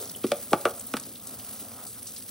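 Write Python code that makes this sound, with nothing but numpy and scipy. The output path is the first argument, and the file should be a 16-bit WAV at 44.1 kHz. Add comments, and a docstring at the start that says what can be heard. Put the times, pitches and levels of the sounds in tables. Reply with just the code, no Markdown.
"""In a small kitchen a tap runs thinly into a steel sink: filtered spray and short droplets hiss and spatter,
and bands of noise drum on the steel and rumble hollowly in the basin.
In the first second five dull knocks, as things are set down and a knife is taken from a colander of fish,
excite damped modes with dispersed bending waves. Wet scrapes are tiny noise snaps; soft bumps of band noise
add body to knocks and thud between them. A close pair of microphone ports hears it, with a short diffuse tail."""
import sys
import numpy as np
from scipy import signal
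from scipy.fft import rfft, irfft
from scipy.io import wavfile
from scipy.ndimage import uniform_filter1d

SR = 44100
rng = np.random.default_rng(int(sys.argv[2]) if len(sys.argv) > 2 else 0)


def bounce(signal):
    """Save signal as a 16-bit WAV file at the path given by the first command-line argument."""
    frames = np.transpose(np.atleast_2d(signal))
    limited = np.clip(frames, -1, 1)
    pcm = np.round(limited * 32767).astype(np.int16)
    wavfile.write(sys.argv[1], SR, pcm)


N = 101429


def amp(db):
    """Level to amplitude: 20 dB is a factor of ten."""
    return 10 ** (np.asarray(db) / 20)


def unit(x):
    """Normalizes the mean power to one."""
    return x / np.sqrt(np.mean(x ** 2) + 1e-20)


def read(points, hz):
    """Interpolates a table along a logarithmic frequency axis."""
    table_hz, value = np.transpose(points)
    return np.interp(np.log(hz + 1), np.log(table_hz + 1), value)


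def level(points):
    """Amplitude envelope: a level curve in dB, interpolated in time."""
    return amp(np.interp(np.arange(N) / SR, *np.transpose(points)))


def add(mix, start_s, sound):
    """Superposition: sums a two-channel sound into the mix from its start time."""
    part = mix[:, max(round(start_s * SR), 0):][:, :sound.shape[1]]
    part += sound[:, :part.shape[1]]


def bins(x):
    """Frequencies of the discrete spectrum of x."""
    return np.fft.rfftfreq(x.shape[-1], 1 / SR)


def colour(x, points):
    """Linear filtering: multiplies the spectrum by a response in dB."""
    return irfft(rfft(x) * amp(read(points, bins(x))), x.shape[-1])


def band(x, hz, octaves):
    """Band-pass filtering with a Gaussian bell on an octave scale."""
    distance = np.log2((bins(x) + 1) / hz) / octaves
    return irfft(rfft(x) * np.exp(-.5 * distance ** 2), x.shape[-1])


def noise(size):
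    """Two uncorrelated rows of white noise."""
    return rng.standard_normal((2, size))


def wobble(db, seconds):
    """Random amplitude modulation: low-passed noise, db in rms, slower for longer times."""
    smoothing = np.exp(-(bins(np.empty(N)) * seconds) ** 2)
    return amp(db * unit(irfft(rfft(rng.standard_normal(N)) * smoothing, N)))


def ports(x):
    """Spatial coherence: mid and side parts set the correlation of two close ports by frequency."""
    # correlation between the ports: frequency_hz, likeness (0-1)
    port_likeness = [(20, .999), (450, 1), (800, 0.9), (1000, 0.63), (1300, 0.8), (2000, 1), (3100, 1),
                     (4200, 0.78), (7800, 0.9), (8400, 1), (9200, 0.81), (9700, 0.85), (12000, 0.86),
                     (13000, 1), (14200, 1), (15700, 0.7)]
    same = np.clip(read(port_likeness, bins(x)), 0, 1)
    a, b = rfft(x)
    mid = a * np.sqrt((1 + same) / 2)
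    side = b * np.sqrt((1 - same) / 2)
    return irfft(np.array([mid + side, mid - side]), x.shape[-1])


def kitchen(x, size=256):
    """Diffuse reverberation: convolution with noise whose bands decay at their own rates."""
    # reverberation time: frequency_hz, t60_s
    room = [(120, 0.19), (550, 0.37), (1300, 0.23), (4000, 0.31), (14000, 0.074)]
    # response of the tail: frequency_hz, gain_db
    room_colour = [(150, -3.5), (370, 1.5), (580, 0.5), (800, 3), (1300, 3.5), (2500, -1), (10000, 4)]
    BUILD_S, APART = 0.0093, 0.13  # build-up time; amplitude of an added part unrelated between the ports
    diffuse = ports(noise(SR // 2)) + APART * noise(SR // 2)
    hz, t, z = signal.stft(diffuse, SR, nperseg=size)
    decay = amp(-60 * t / read(room, hz)[:, None])
    build_up = 1 - np.exp(-(t / BUILD_S) ** 2)
    tail = signal.istft(z * decay * build_up, SR, nperseg=size)[1]
    response = colour(tail / np.linalg.norm(tail[0]), room_colour)
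    return signal.fftconvolve(x, response, axes=1)[:, :x.shape[1]]


def rumble():
    """Cavity resonance: noise with low peaks gives the hollow tone of the basin."""
    # spectral density of the rumble: frequency_hz, density_db (per Hz)
    rumble_density = [(20, -104), (45, -102), (65, -84), (110, -73.5), (155, -86), (222, -72.5),
                      (265, -74.5), (310, -85.5), (500, -85), (900, -103.5), (2000, -104), (6000, -120)]
    return colour(noise(N), rumble_density)


def drumming():
    """Random impact excitation: lumpy noise is shaped by the steel under the stream."""
    # spectral density before the level curve: frequency_hz, density_db (per Hz)
    drum_density = [(200, -118.5), (400, -89.5), (540, -85), (670, -82), (950, -90), (1270, -84.5),
                    (1450, -90), (1750, -100), (4000, -115)]
    # relative level of the drumming: time_s, level_db
    drum_level = [(0, 3.5), (.2, -3.5), (.8, 1.5), (1.15, -7.5), (1.3, 1), (1.6, 0.5), (1.86, 2.5),
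                  (1.91, -10), (1.97, -3), (2.15, -6.5), (2.3, -8)]
    PATTER_DB, PATTER_S = 2.0, 0.0065  # rms depth and time scale of the small lumps
    return colour(noise(N) * wobble(PATTER_DB, PATTER_S), drum_density) * level(drum_level)


def drops(count=28):
    """Shot noise: random droplets, each a damped sine of a few cycles, sum to a white average."""
    DROPS_PER_S, SPREAD_DB = 3200, 3  # nominal rate over all pitches; mean size spread before its cap
    out, t = np.zeros((2, N)), np.arange(SR // 100) / SR
    for hz in np.geomspace(1500, 16000, count):
        spread = np.minimum(rng.exponential(1, (2, N)), 4)
        size = amp(SPREAD_DB * spread) * np.sign(noise(N))
        # higher pitches have more droplets
        train = size * (rng.random((2, N)) < DROPS_PER_S * hz / 6000 / count / SR)
        age = t * hz / 2.6
        droplet = age * np.exp(-age) * np.sin(2 * np.pi * hz * t)
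        # power in proportion to frequency makes log-spaced pitches white
        out += np.sqrt(hz) * unit(signal.oaconvolve(train, droplet[None])[:, :N])
    return unit(out)


def spray(size=256):
    """Modulated noise: fine spray flickers as a whole and in patches of time and frequency."""
    PATCH_DB, FLICKER_DB = 0.63, 3  # rms depths
    z = signal.stft(noise(N), nperseg=size)[2]
    patches = uniform_filter1d(rng.standard_normal(z.shape[1:]), size=10, axis=0)
    patches = unit(uniform_filter1d(patches, size=5, axis=1))
    flicker = unit(uniform_filter1d(rng.standard_normal(z.shape[2]), size=2))
    gain = amp(PATCH_DB * patches + FLICKER_DB * flicker)
    return unit(signal.istft(z * gain, nperseg=size)[1][:, :N])


def hissing():
    """Broadband flow noise: spray and droplets, whose level sways with the stream."""
    # response before the level curve: frequency_hz, gain_db
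    hiss_response = [(500, -104), (1800, -95.5), (2600, -95), (3400, -90.5), (5800, -89), (7500, -88.5),
                     (9000, -86), (12000, -81.5), (14000, -81.5), (15000, -76.5), (16000, -78.5)]
    # relative level of the hiss: time_s, level_db
    hiss_level = [(0, 5.5), (.2, 0.5), (.45, 3), (.8, 1), (1.05, 0), (1.2, -2), (1.45, 2.5), (1.72, 0),
                  (1.9, 0), (2.3, -0.5)]
    SPRAY_DB, DROPS_DB = -2, -7  # shares in the mixture
    SWAY_DB, SWAY_S = 1.07, 0.034  # rms depth and time scale of the irregular sway
    water = amp(SPRAY_DB) * spray() + amp(DROPS_DB) * drops()
    return colour(water, hiss_response) * level(hiss_level) * wobble(SWAY_DB, SWAY_S)


def tap():
    """Superposed flow noises: hiss, drumming on the steel and the basin's low resonances."""
    # the factor gives white noise of rms one a density of 0 dB per Hz
    return ports(hissing() + drumming() + rumble()) * np.sqrt(SR / 2)


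def bump(level_db, decay_s, centre_hz):
    """Overdamped impact: a soft push of band noise decays with no clear ring."""
    RISE_S, WIDTH_OCTAVES = 0.001, 0.56
    t = np.arange(SR // 4) / SR
    push = unit(band(ports(noise(len(t))), centre_hz, WIDTH_OCTAVES))
    return amp(level_db) * push * (1 - np.exp(-t / RISE_S)) * np.exp(-t / decay_s)


def splash(level_db, decay_s, centre_hz, width_octaves):
    """Granular impulse noise: a quick clump of tiny wet snaps in one band."""
    RISE_S, SNAPS_PER_S = 0.00062, 3600
    t = np.arange(SR // 5) / SR
    snaps = noise(len(t)) * (rng.random((2, len(t))) < SNAPS_PER_S / SR)
    wet = unit(band(ports(snaps), centre_hz, width_octaves))
    return amp(level_db) * wet * (1 - np.exp(-t / RISE_S)) * np.exp(-t / decay_s)


def knock(boom_db, thud_db, ring_db, clonk_db, clang_db, rattle_db, tick_db, contact_s, ring_length, room_db):
    """Modal and dispersive excitation: a tick, then a downward-sweeping bending wave and ringing modes."""
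    # centres of the mode families, boom to rattle: frequency_hz
    family_hz = [260, 400, 580, 820, 1200, 2400]
    # modes of the sink before the body response: frequency_hz, gain_db, t60_s (before ring_length)
    sink_modes = [(115, -13, 0.23), (164, -15, 0.17), (223.5, -7.5, .09), (271, -12, 0.087),
                  (364, -5.5, 0.11), (475.4, -10.5, 0.096), (570, -3.5, 0.082), (623, -11, 0.028),
                  (698, -10.5, 0.082), (829, -3, 0.051), (1123, -4, 0.025), (1168, -7, 0.054),
                  (1277, -10, 0.14), (1410, -3, 0.066), (2322, 1.5, 0.031), (2480, -2, 0.029),
                  (2690, -29, 0.08), (3386, 4, 0.031), (4335, 0, 0.054), (5340, -5, .035)]
    # overall response of the steel basin: frequency_hz, gain_db
    body = [(20, -59), (60, -42), (110, -13), (170, -6.5), (240, 2.5), (500, 0), (830, -1.5), (970, -15.5),
            (1150, -1.5), (1450, -4.5), (1700, -12), (2400, -11), (3400, -13.5), (4700, -24), (6500, -23.5),
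            (16000, -24)]
    # relative colour of a hard contact: frequency_hz, gain_db
    tick_colour = [(200, -47), (1200, 11), (2500, 3), (5200, 5), (7000, -11.5), (9000, 5), (12000, -3.5),
                   (16000, -7)]
    SPREAD_S, LEAD_S = .004, 0.001203  # travel times: bending wave at 1 kHz, contact tick
    PUSH_S = 0.0013  # first passing wave, as the length of a unit push
    CROWD_DB, CROWD_T60_S, CROWD_RISE_S = 13, 0.066, 0.00066  # many small modes between the main ones
    t = np.arange(SR // 2) / SR

    modes = 0
    for hz, db, t60 in sink_modes:
        modes = modes + amp(db - 60 * t / (t60 * ring_length)) * np.cos(2 * np.pi * hz * t)
    crowd_decay = amp(CROWD_DB - 60 * t / (CROWD_T60_S * ring_length))
    crowd = ports(noise(len(t))) * crowd_decay * (1 - np.exp(-t / CROWD_RISE_S))
    push = PUSH_S * SR * (t == 0)

    # the spot that is struck decides how strongly each family answers
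    spot = list(zip(family_hz, (boom_db, thud_db, ring_db, clonk_db, clang_db, rattle_db)))
    steel = colour(colour(push + modes + crowd, body), spot)

    # bending waves travel faster at high frequency, so low ones arrive later
    hz = bins(t)
    lag_cycles = 2 * SPREAD_S * np.sqrt(1000 * hz) - LEAD_S * hz
    fade = np.clip(2 - 2 * t / t[-1], 0, 1) ** 2
    steel = irfft(rfft(steel) * np.exp(-2j * np.pi * lag_cycles), len(t)) * fade

    tick = unit(colour(ports(noise(len(t))), tick_colour)) * amp(tick_db) * np.exp(-t / contact_s)
    hit = steel + tick
    return hit + amp(room_db) * kitchen(hit)


def scene():
    """Superposition of direct and reverberant sound: tap, bumps, splashes and knocks."""
    # soft low bumps, several thickening the body of a knock: start_s, level_db, decay_s, centre_hz
    bump_events = [(0.003, -39, 0.036, 420), (0.085, -47.5, .06, 187), (0.155, -47.5, 0.033, 398),
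                   (0.256, -35.5, 0.017, 198), (0.521, -25.5, 0.011, 430), (0.662, -26, .016, 576),
                   (0.946, -27.5, 0.0084, 292), (0.9685, -29, 0.0045, 1270), (0.975, -41.5, 0.027, 176),
                   (1.07, -48.5, .04, 370), (1.317, -45, .02, 240), (1.612, -38.5, 0.016, 247),
                   (1.787, -45, .012, 1100), (1.953, -52.5, 0.016, 1300)]
    # wet scrapes and splashes: start_s, level_db, decay_s, centre_hz, width_octaves
    splash_events = [(0.012, -34, 0.0085, 8900, 0.7), (0.0555, -34, 0.0044, 6000, 0.4),
                     (0.0935, -33, 0.0052, 4950, 0.4), (0.148, -41, 0.0075, 3110, 0.12),
                     (0.1605, -26.5, 0.0045, 12000, 0.5), (0.2360, -35, 0.0076, 2900, 0.41),
                     (0.266, -35, 0.025, 9600, 1.8), (0.366, -39, 0.0098, 10500, .5),
                     (0.5132, -28, 0.005, 12100, .5), (0.7570, -41, 0.03, 10200, 0.55),
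                     (0.7968, -24.5, 0.0023, 7900, 0.23), (0.8660, -28, 0.0058, 13400, 0.39),
                     (0.9225, -40, 0.0045, 8000, 1.2), (0.9675, -24, .005, 5230, 1.9),
                     (0.9972, -29.5, 0.0043, 8600, 0.61), (1.036, -36, 0.0037, 4900, 0.31),
                     (1.1245, -31, 0.0029, 12200, 0.68), (1.155, -44, 0.0098, 3670, 0.34),
                     (1.2697, -29.5, 0.0056, 9700, 0.82), (1.3955, -35.5, 0.0039, 4550, .7),
                     (1.612, -38.5, 0.009, 10800, 0.9), (1.865, -38.5, 0.042, 9600, 0.49),
                     (1.868, -44, 0.0076, 4600, 0.23), (2.0285, -33, 0.0033, 10300, 0.19),
                     (2.0665, -36, 0.022, 7100, 0.66), (2.120, -41.5, 0.0027, 5260, .4),
                     (2.1620, -40, 0.018, 4940, 0.55), (2.178, -37, 0.013, 10600, 0.35),
                     (2.2225, -37, 0.0023, 4840, 0.75), (2.233, -36, 0.0045, 10400, .3)]
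    # knocks on the sink: start_s, boom_db, thud_db, ring_db, clonk_db, clang_db, rattle_db, tick_db,
    # contact_s (decay of the tick), ring_length (factor), room_db
    knock_events = [(0.241, -20, -15, -33, -36.5, -33, -40.5, -36.5, 0.0096, 0.8, -22),
                    (0.3176, -30.5, -29, -11.5, -30.5, -31, -22.5, -17, 0.0021, 0.88, -20),
                    (0.5312, -17, -17.5, -18, -14, -15, -20.5, -20.5, 0.0018, 0.88, -21),
                    (0.6532, -28.5, -19, -16, -27.5, -16, -22, -26.5, 0.0034, 1.17, -23),
                    (0.9381, -21, -31, -29, -30, -26, -26.5, -25, 0.0012, 0.85, -20.5)]
    ROOM_DB = -16  # room level of the splashes and bumps
    knocks, soft_sounds = np.zeros((2, 2, N))
    for start_s, *row in bump_events:
        add(soft_sounds, start_s, bump(*row))
    for start_s, *row in splash_events:
        add(soft_sounds, start_s, splash(*row))
    for start_s, *row in knock_events:
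        add(knocks, start_s, knock(*row))
    return tap() + soft_sounds + amp(ROOM_DB) * kitchen(soft_sounds) + knocks


def record(dry):
    """Phase difference between ports: the right lags in the treble; a low-pass limits the band."""
    # phase lead of the left port: frequency_hz, phase_rad
    port_phase = [(20, 0), (3000, 0), (4500, .55), (5900, .55), (6800, 1.6), (7300, 3.1), (7600, 4.8),
                  (8400, 6.25), (9400, 6.35), (10000, 7.1), (11500, 8.2), (12600, 9.25), (13900, 9.45),
                  (16000, 10.5)]
    EDGE_HZ = 15820
    right = irfft(rfft(dry[1]) * np.exp(-1j * read(port_phase, bins(dry))), N)
    low_pass = signal.firwin(511, EDGE_HZ, window=("kaiser", 9), fs=SR)
    return signal.oaconvolve(np.array([dry[0], right]), low_pass[None], "same")


dry = scene()
out = record(dry)
bounce(out)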